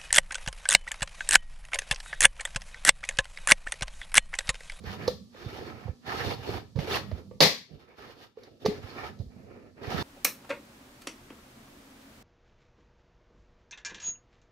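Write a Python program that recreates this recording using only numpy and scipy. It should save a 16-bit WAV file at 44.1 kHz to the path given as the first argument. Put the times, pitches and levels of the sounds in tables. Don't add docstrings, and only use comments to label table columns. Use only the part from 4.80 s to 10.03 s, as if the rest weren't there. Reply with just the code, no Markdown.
import sys
import numpy as np
from scipy import signal
from scipy.fft import rfft, irfft, next_fast_len
from scipy.io import wavfile
from scipy.ndimage import uniform_filter1d

SR = 44100
rng = np.random.default_rng(int(sys.argv[2]) if len(sys.argv) > 2 else 0)


def transcribe(signal):
    frames = np.atleast_2d(signal).T
    limited = np.clip(frames, -1, 1)
    pcm = np.round(limited * 32767).astype(np.int16)
    wavfile.write(sys.argv[1], SR, pcm)


N = 230510
SIZE = next_fast_len(N + SR)
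HZ = np.maximum(np.arange(SIZE // 2 + 1) * SR / SIZE, 1)

# (frequency [Hz], relative density [dB per Hz])
ROOM_TONE_COLOUR = [(88, -24), (150, -6), (291, -11.5), (375, -20), (901, -30.5), (1380, -42), (4450, -22),
                    (15800, -46.5)]
# (frequency [Hz], width [Hz], height [dB])
DRONES = [(243, 27, 19), (1176, 90, 15.5)]
# (time [s], level change [dB])
ROOM_TONE_RIDE = [(0, 0), (2.598, -2.9), (2.9, -11), (3.549, -12.5), (4.0, 4.5), (5.23, -5)]
ROOM_TONE_DB = -55.5

# (time [s], level [dB])
TABLE_RUMBLE = [(0.0, -43.5), (0.38, -46.5), (0.61, -74), (0.711, -51), (1.15, -57), (1.48, -44.5),
                (1.881, -50.5), (2.21, -45.5), (2.619, -47), (2.72, -64), (3.24, -72.5), (3.61, -71),
                (3.87, -59.5), (4.34, -43.5), (4.63, -44), (4.79, -69.5), (5.05, -51.5), (5.23, -34.5)]
# (start [s], end [s], scrape level at start [dB], at end [dB],
# cavity over scrape [dB], treble over scrape [dB])
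STROKES = [(0.064, 0.144, -43.5, -42, -3.5, -5), (0.192, 0.288, -44.5, -44, 2, -8),
           (0.55, 0.793, -51.5, -43.5, 1, -5.5), (0.74, 0.901, -48.5, -44.5, 2, -7.5),
           (0.925, 1.09, -50.5, -52.5, -1, -9), (1.272, 1.328, -40.5, -35.5, -5, -5.5),
           (1.331, 1.52, -37.5, -35.5, 0.5, -3), (1.55, 1.623, -52.5, -49.5, 2, -2),
           (1.636, 1.772, -42, -39, 0, -4), (2, 2.053, -43, -43, 2, -3),
           (2.077, 2.161, -37.5, -27.5, -4.5, -2.5), (2.287, 2.387, -63, -51.5, 4.5, -5),
           (2.903, 2.96, -68, -62.5, 13.5, 2), (3.002, 3.057, -52.5, -59, 0.5, -6),
           (3.087, 3.164, -54, -58.5, 2, -10), (3.185, 3.324, -45.5, -48.5, -1, -4.5),
           (3.357, 3.439, -58.5, -48.5, -1, -1), (3.586, 3.678, -54.5, -58, 1.5, -6),
           (3.678, 3.791, -67, -76, 16.5, 2.5), (3.824, 3.834, -51, -51, 7, -0.5),
           (3.91, 3.983, -46.5, -47, 6.5, -6), (4.03, 4.181, -44, -42.5, -0.5, -6),
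           (4.181, 4.272, -40.5, -37.5, -2, -6), (4.347, 4.415, -88.5, -70, 24.5, -6),
           (4.513, 4.69, -62, -57, 7, -21), (4.711, 4.882, -51.5, -59, 9, -21),
           (4.977, 5.026, -54, -45, 4, -15), (5.035, 5.092, -42, -38, 2, -6),
           (5.104, 5.28, -34, -30.5, 1.5, -5.5)]
# (frequency [Hz], relative density [dB per Hz])
SCRAPE_COLOUR = [(290, -20), (500, -7), (931, 0.5), (1710, -2.5), (2520, 1), (3620, -15), (5350, -19.5),
                 (7900, -35), (15800, -33)]
# (frequency [Hz], width [Hz], mean gain [dB])
WALL_RESONANCES = [(747, 110, 4.5), (1320, 88, 2), (1741, 230, 2), (2260, 120, -3.5), (2850, 130, -4.5),
                   (3610, 110, -2), (4370, 230, -4.5), (5250, 60, -6.5)]
# (frequency [Hz], relative density [dB per Hz])
CAVITY_COLOUR = [(180, 4.5), (250, 8.5), (440, 11), (700, 0), (1000, -41.5)]
# (frequency [Hz], relative density [dB per Hz])
RUMBLE_COLOUR = [(40, -18.5), (85, 9.5), (130, 4), (210, 10), (320, -44.5)]
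ONSET_DB_PER_S, SCRAPE_RELEASE_DB_PER_S, CAVITY_RELEASE_DB_PER_S = 602, 396.5, 246
RUMBLE_FOLLOWS, RUMBLE_REF_DB = 0.19, -54.5
CAVITY_UNDER_TABLE_DB = -15.5
GRIP_DB, GRIP_PER_S = 5, 12
SPLIT_HZ = 3333

# (time [s], bright crack drive [dB], dull crack drive [dB], cavity note drive [dB],
# cavity pitch [Hz], cavity rise constant [ms], room send [dB])
KNOCKS = [(0.039, -51, -87, -42, 463, 0.84, -24), (0.2777, -26, -40, -16, 497, 0.71, -17.5),
          (0.5462, -77, -59, -47, 493, 0.64, -18), (1.0781, -76, -66, -38, 503, 0.76, -13),
          (1.959, -52, -53, -39, 504, 1.1, -8), (1.9718, -71, -64, -32, 480, 1.3, -15),
          (1.99, -41, -38, -56, 480, 1, -12.5), (2.0749, -57, -60, -32, 463, 2.4, -3),
          (2.104, -51, -56, -33.5, 413, 4, -7), (2.3144, -54, -49, -37.5, 633, 0.25, -14.5),
          (2.5109, -76, -65, -39, 497, 0.22, -8.5), (2.605, -6, -10.5, -23, 494, 0.89, -7),
          (3.57, -70, -70.5, -34, 458, 2.1, -11.5), (3.6344, -45, -59.5, -59, 477, 1, -16),
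          (3.8461, -70, -47, -18.5, 428, 3.8, -5), (3.8539, -33, -39, -13, 442.7, 3.6, -12),
          (3.8598, -23.5, -25.5, -15, 445, 0.47, -16.5), (4.389, -52, -63, -57, 483, 2, -7.5)]
# (frequency [Hz], drive over the cavity note at 1 ms rise [dB], 60 dB decay [s])
SHELL_MODES = [(608, -18, 0.087), (935, -13.5, 0.027), (1139, -11, 0.035), (1714, -9.5, 0.03)]
# (frequency [Hz], filter gain [dB])
CRACK_COLOUR = [(70, -15.5), (170, 7.5), (320, 5), (520, 14), (900, 7), (1400, -2), (2000, 8), (2900, 3),
                (4500, 5.5), (6300, -7), (8300, -24), (12000, -18.5), (15800, -33.5)]
# (frequency [Hz], relative drive [dB], 60 dB decay [s])
LID_EDGE = [(4060, 0, 0.02), (4450, -5, 0.015), (4990, 0, 0.02)]
EDGE_HZ, EDGE_T60_S = 4500, 0.002
CAVITY_T60_S, CAVITY_DELAY_S = 0.042, 0.0012
SOFT_DB_PER_MS = 4.5

# (time [s], peak level of the main swing [dB], pitch [Hz], left over right [dB])
THUDS = [(0.062, -34, 84, -13), (0.272, -32.5, 87, -9), (0.656, -29, 120, -8), (1.047, -30, 109, -12),
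         (1.083, -25, 96.5, -11), (1.584, -34.5, 105, -10), (1.953, -25, 127, -15.5),
         (1.981, -22.5, 151, -10.5), (2.319, -23.5, 88.5, -14.5), (2.606, -21.5, 171, -21),
         (2.625, -17.5, 172, -1), (2.905, -46, 165, -17), (2.931, -35, 153, -15), (3.852, -24.5, 115, -11),
         (3.878, -19.5, 217, -5.5), (4.033, -34, 95, -11), (4.394, -22.5, 108, -11),
         (4.458, -29.5, 60.6, -5), (5.071, -29.5, 96.5, -14.5), (5.14, -32.5, 155, -34.5)]
THUD_RISE_S = 0.0088
THUD_TAIL_DB, THUD_TAIL_T60_S = -4, 0.1

# (time [s], pitch [Hz], level before the swell [dB])
SQUEAKS = [(1.452, 3620, -45), (1.53, 4340, -45), (2.11, 3580, -34), (2.134, 2745, -33.5)]
SQUEAK_S = 0.024

# (frequency [Hz], left over right [dB])
PORT_BALANCE = [(60, -10.5), (150, -7.5), (380, -1.5), (950, -13.5), (2380, 1.5), (5980, -3),
                (15000, -10.5)]
# (frequency [Hz], share of power common to both [0 to 1])
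PORT_LIKENESS = [(50, 0.38), (200, 0.77), (600, 0.58), (1500, 0.15), (5000, 0.08), (15000, 1)]
LEFT_LAG_S = 0.00017
# (frequency [Hz], 60 dB decay [s])
ROOM_T60 = [(100, 0.46), (500, 0.21), (2000, 0.35), (5000, 0.35), (11000, 0.28)]
# (frequency [Hz], left over right [dB])
ROOM_BALANCE = [(60, -12), (240, 3.5), (3770, 4.5), (15000, -3)]
ROOM_ALIKE_HZ = 645

LIMIT_DB, LIMIT_RELEASE_DB_PER_S = -3, 444.5
DUCK_FROM_DB, DUCK_SHARE, DUCK_RECOVER_DB_PER_S = -13, 0.26, 0.07
CUTOFF_HZ = 15950


def amp(db):
    return 10 ** (np.asarray(db) / 20)


def rms_one(x):
    return x / np.sqrt(np.mean(x ** 2) + 1e-20)


def at_hz(points, hz=HZ):
    point_hz, values = np.transpose(points)
    return np.interp(np.log(hz), np.log(np.maximum(point_hz, 1)), values)


def colour(x, db):
    cepstrum = irfft(db * np.log(10) / 20, SIZE)
    cepstrum[1:SIZE // 2] *= 2
    cepstrum[SIZE // 2 + 1:] = 0
    response = np.exp(rfft(cepstrum))
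    return irfft(rfft(x, SIZE) * response, SIZE)[..., :N]


def humps(rows):
    return sum(db / (1 + (2 * (HZ - hz) / width) ** 2) for hz, width, db in rows)


def halves(x, db):
    return [colour(x, db - 10 * np.log10(1 + (HZ / SPLIT_HZ) ** order)) for order in (12, -12)]


def ring(clicks, hz, t60):
    r = amp(-60 / (t60 * SR))
    w = 2 * np.pi * hz / SR
    return signal.lfilter([0, np.sin(w)], [1, -2 * r * np.cos(w), r * r], clicks + 1e-18)


def drift(rate):
    r = np.exp(-2 * np.pi * rate / SR)
    wander = signal.lfilter([1], [1, -2 * r, r * r], rng.standard_normal(N + SR))
    return rms_one(wander[SR:])


def ports(streams):
    common, own = rfft(streams[0], SIZE), rfft(streams[1:], SIZE)
    alike = at_hz(PORT_LIKENESS)
    lag = np.exp(-2j * np.pi * HZ * np.array([[LEFT_LAG_S], [0]]))
    balance = amp(at_hz(PORT_BALANCE) * np.array([[.5], [-.5]]))
    mixed = np.sqrt(alike) * lag * common + np.sqrt(1 - alike) * own
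    return irfft(balance * mixed, SIZE)[:, :N]


def room(x):
    t, tail = np.arange(SR // 2) / SR, 0
    for low in 60 * 2. ** np.arange(8):
        common, *own = rng.standard_normal((3, SR // 2))
        alike = 0.67 / (1 + (low / ROOM_ALIKE_HZ) ** 2)
        white = np.sqrt(alike) * common + np.sqrt(1 - alike) * np.array(own)
        octave = signal.butter(2, [low, 2 * low], "band", fs=SR, output="sos")
        t60 = at_hz(ROOM_T60, np.sqrt(2) * low)
        tail = tail + signal.sosfilt(octave, white) * amp(-60 * t / t60)
    tail = tail * (1 - np.exp(-t / 0.0047))
    tail = tail / np.sqrt(np.sum(tail ** 2) / 2)
    balance = amp(at_hz(ROOM_BALANCE) * np.array([[.5], [-.5]]))
    return irfft(balance * rfft(x, SIZE) * rfft(tail, SIZE), SIZE)[:, :N]


def ambience():
    level_db = ROOM_TONE_DB + np.interp(np.arange(N) / SR, *np.transpose(ROOM_TONE_RIDE))
    noise = ports(rng.standard_normal((3, N)))
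    return amp(level_db) * rms_one(colour(noise, at_hz(ROOM_TONE_COLOUR) + humps(DRONES)))


def grains(per_s, uneven_db):
    sizes = amp(uneven_db * np.minimum(rng.exponential(1, (3, N)), 5))
    signs = rng.choice([-1, 1], (3, N))
    return sizes * signs * (rng.random((3, N)) < per_s / SR)


def stroke_db(over_db, release_db_per_s):
    t = np.arange(N) / SR
    start, end, first_db, last_db = np.transpose(STROKES)[:4, :, None]
    course = np.clip((t - start) / np.maximum(end - start, 1e-3), 0, 1)
    db = first_db + (last_db - first_db) * course + np.asarray(over_db)[:, None]
    db = db - ONSET_DB_PER_S * np.maximum(start - t, 0)
    db = db - release_db_per_s * np.maximum(t - end, 0)
    return np.maximum(db.max(axis=0), -100)


def walls(x):
    out = x
    for hz, width, db in WALL_RESONANCES:
        peak = signal.lfilter(*signal.iirpeak(hz, hz / width, fs=SR), x)
        out = out + amp(db + GRIP_DB * drift(GRIP_PER_S)) * peak
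    return out


def dragging():
    cavity_over_db, treble_over_db = np.transpose(STROKES)[4:]
    scrape_db = stroke_db(0 * cavity_over_db, SCRAPE_RELEASE_DB_PER_S)
    treble_db = stroke_db(treble_over_db, SCRAPE_RELEASE_DB_PER_S)
    table_db = np.interp(np.arange(N) / SR, *np.transpose(TABLE_RUMBLE))
    stroke_cavity = amp(stroke_db(cavity_over_db, CAVITY_RELEASE_DB_PER_S))
    cavity_gain = np.hypot(stroke_cavity, amp(table_db + CAVITY_UNDER_TABLE_DB))
    rumble_db = table_db + RUMBLE_FOLLOWS * (np.maximum(scrape_db, -75) - RUMBLE_REF_DB)
    judder_db = 0.7 * drift(30)
    fine = ports(grains(per_s=5000.0, uneven_db=2.2))
    coarse = ports(grains(per_s=1500.0, uneven_db=2.5))
    dull, bright = halves(walls(fine), at_hz(SCRAPE_COLOUR))
    scrape = amp(scrape_db + judder_db + 1.0 * drift(43)) * rms_one(dull)
    treble = amp(treble_db + judder_db + 0.86 * drift(16)) * rms_one(bright)
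    cavity = cavity_gain * amp(2.2 * drift(25)) * rms_one(colour(coarse, at_hz(CAVITY_COLOUR)))
    rumble = amp(rumble_db + 3.5 * drift(8)) * rms_one(colour(coarse, at_hz(RUMBLE_COLOUR)))
    return scrape + treble + cavity + rumble


def cavity_notes():
    out, t = np.zeros((2, N)), np.arange(int(.15 * SR)) / SR
    for s, _, _, db, hz, rise_ms, room_db in KNOCKS:
        swell = (1 - np.exp(-1000 * t / max(rise_ms, .3))) ** 2 * amp(-60 * t / CAVITY_T60_S)
        note = swell / swell.max() * np.sin(2 * np.pi * hz * t)
        at = round(s * SR)
        out[:, at:at + len(t)] += amp([[db], [db + room_db]]) * note
    return out


def knock_clicks(db):
    clicks = np.zeros((2, N))
    clicks[:, np.round(np.transpose(KNOCKS)[0] * SR).astype(int)] = amp(db)
    return clicks


def hollow_body(shares_db):
    _, _, _, cavity_db, _, rise_ms, _ = np.transpose(KNOCKS)
    spread_db = rng.normal(0, 1.1, (len(SHELL_MODES), len(KNOCKS)))
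    out = cavity_notes()
    for (hz, db, t60), uneven_db in zip(SHELL_MODES, spread_db):
        mode_db = cavity_db + db - SOFT_DB_PER_MS * (rise_ms - 1) + uneven_db
        out = out + ring(knock_clicks(mode_db + shares_db), hz, t60)
    contact = np.hanning(int(0.00098 * SR))
    out = signal.lfilter(contact / contact.sum(), [1], out)
    out = np.roll(out, int(CAVITY_DELAY_S * SR), axis=1)
    out[1] *= amp(7.0)
    return out


def cracks(shares_db):
    _, bright_db, dull_db, *_ = np.transpose(KNOCKS)
    rattle = rng.standard_normal(N)
    fade = amp(-60 * np.arange(1500) / SR / 0.044)
    out = np.zeros((2, N))
    for half, (db, gain_db) in enumerate([(dull_db, 5.0), (bright_db, 3.0)]):
        clicks = knock_clicks(db + shares_db)
        direct = amp(gain_db) * rattle * signal.lfilter(fade, [1], clicks[0])
        out += halves(np.array([direct, amp(37.0) * clicks[1]]), at_hz(CRACK_COLOUR))[half]
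    return out


def struck():
    return amp(2.0 * rng.standard_normal(N))


def lid_edge(clicks):
    rim = sum(amp(db) * ring(clicks * struck(), hz, t60) for hz, db, t60 in LID_EDGE)
    return ring(rim, EDGE_HZ, EDGE_T60_S) / SR * 8 / EDGE_T60_S


def knocks():
    _, bright_db, _, _, _, _, room_db = np.transpose(KNOCKS)
    shares_db = np.array([0 * room_db, room_db])
    direct, send = hollow_body(shares_db) + cracks(shares_db)
    bright_clicks = knock_clicks(bright_db + shares_db)
    direct = direct + lid_edge(bright_clicks[0])
    top = signal.butter(4, 8500, "high", fs=SR, output="sos")
    send = send + signal.sosfilt(top, amp(26.0) * bright_clicks[1])
    return ports(np.array([direct, direct, direct])) + room(send)


def thuds():
    out, t = np.zeros((2, N)), np.arange(int(.2 * SR)) / SR
    u = t / THUD_RISE_S
    for s, db, hz, pan_db in THUDS:
        swing = np.cos(2 * np.pi * hz * (t - THUD_RISE_S)) * (u * np.exp(1 - u)) ** 3.1
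        shudder = rms_one(ring(rng.standard_normal(len(t)), hz, 0.024)) * np.minimum(u, 1)
        thud = swing + amp(THUD_TAIL_DB - 60 * t / THUD_TAIL_T60_S) * shudder
        at = round(s * SR)
        out[:, at:at + len(t)] += amp(db) * thud[:N - at] * amp([[pan_db / 2], [-pan_db / 2]])
    return out


def squeaks():
    out, swell = np.zeros(N), np.hanning(int(SQUEAK_S * SR))
    for s, hz, db in SQUEAKS:
        tone = rms_one(ring(rng.standard_normal(len(swell)), hz, SQUEAK_S))
        out[round(s * SR):][:len(swell)] += amp(db) * swell * tone
    return ports(np.array([out, out, out]))


def scene():
    tone, drag = ambience(), dragging()
    drag_in_room = amp(-13.5) * room(drag[1])
    return tone + drag + drag_in_room + knocks() + thuds() + squeaks()


def held(over_db, db_per_s):
    fall = db_per_s * np.arange(N) / SR
    return np.maximum.accumulate(over_db + fall) - fall


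def record(dry):
    level_db = 20 * np.log10(np.abs(dry).max(axis=0) + 1e-9)
    limit_db = held(np.maximum(level_db - LIMIT_DB, 0), LIMIT_RELEASE_DB_PER_S)
    limit_db = uniform_filter1d(limit_db, size=88, origin=-22)
    duck_db = held(DUCK_SHARE * np.maximum(level_db - DUCK_FROM_DB, 0), DUCK_RECOVER_DB_PER_S)
    step = 1 / (.1 * SR)
    duck_db = signal.lfilter([step], [1, step - 1], duck_db)
    bass_cut = signal.butter(5, 42, "high", fs=SR, output="sos")
    top_cut = signal.cheby2(20, 80, CUTOFF_HZ, fs=SR, output="sos")
    out = signal.sosfilt(bass_cut, dry * amp(-limit_db - duck_db))
    return signal.sosfilt(top_cut, out)


dry = scene()
out = record(dry)
transcribe(out)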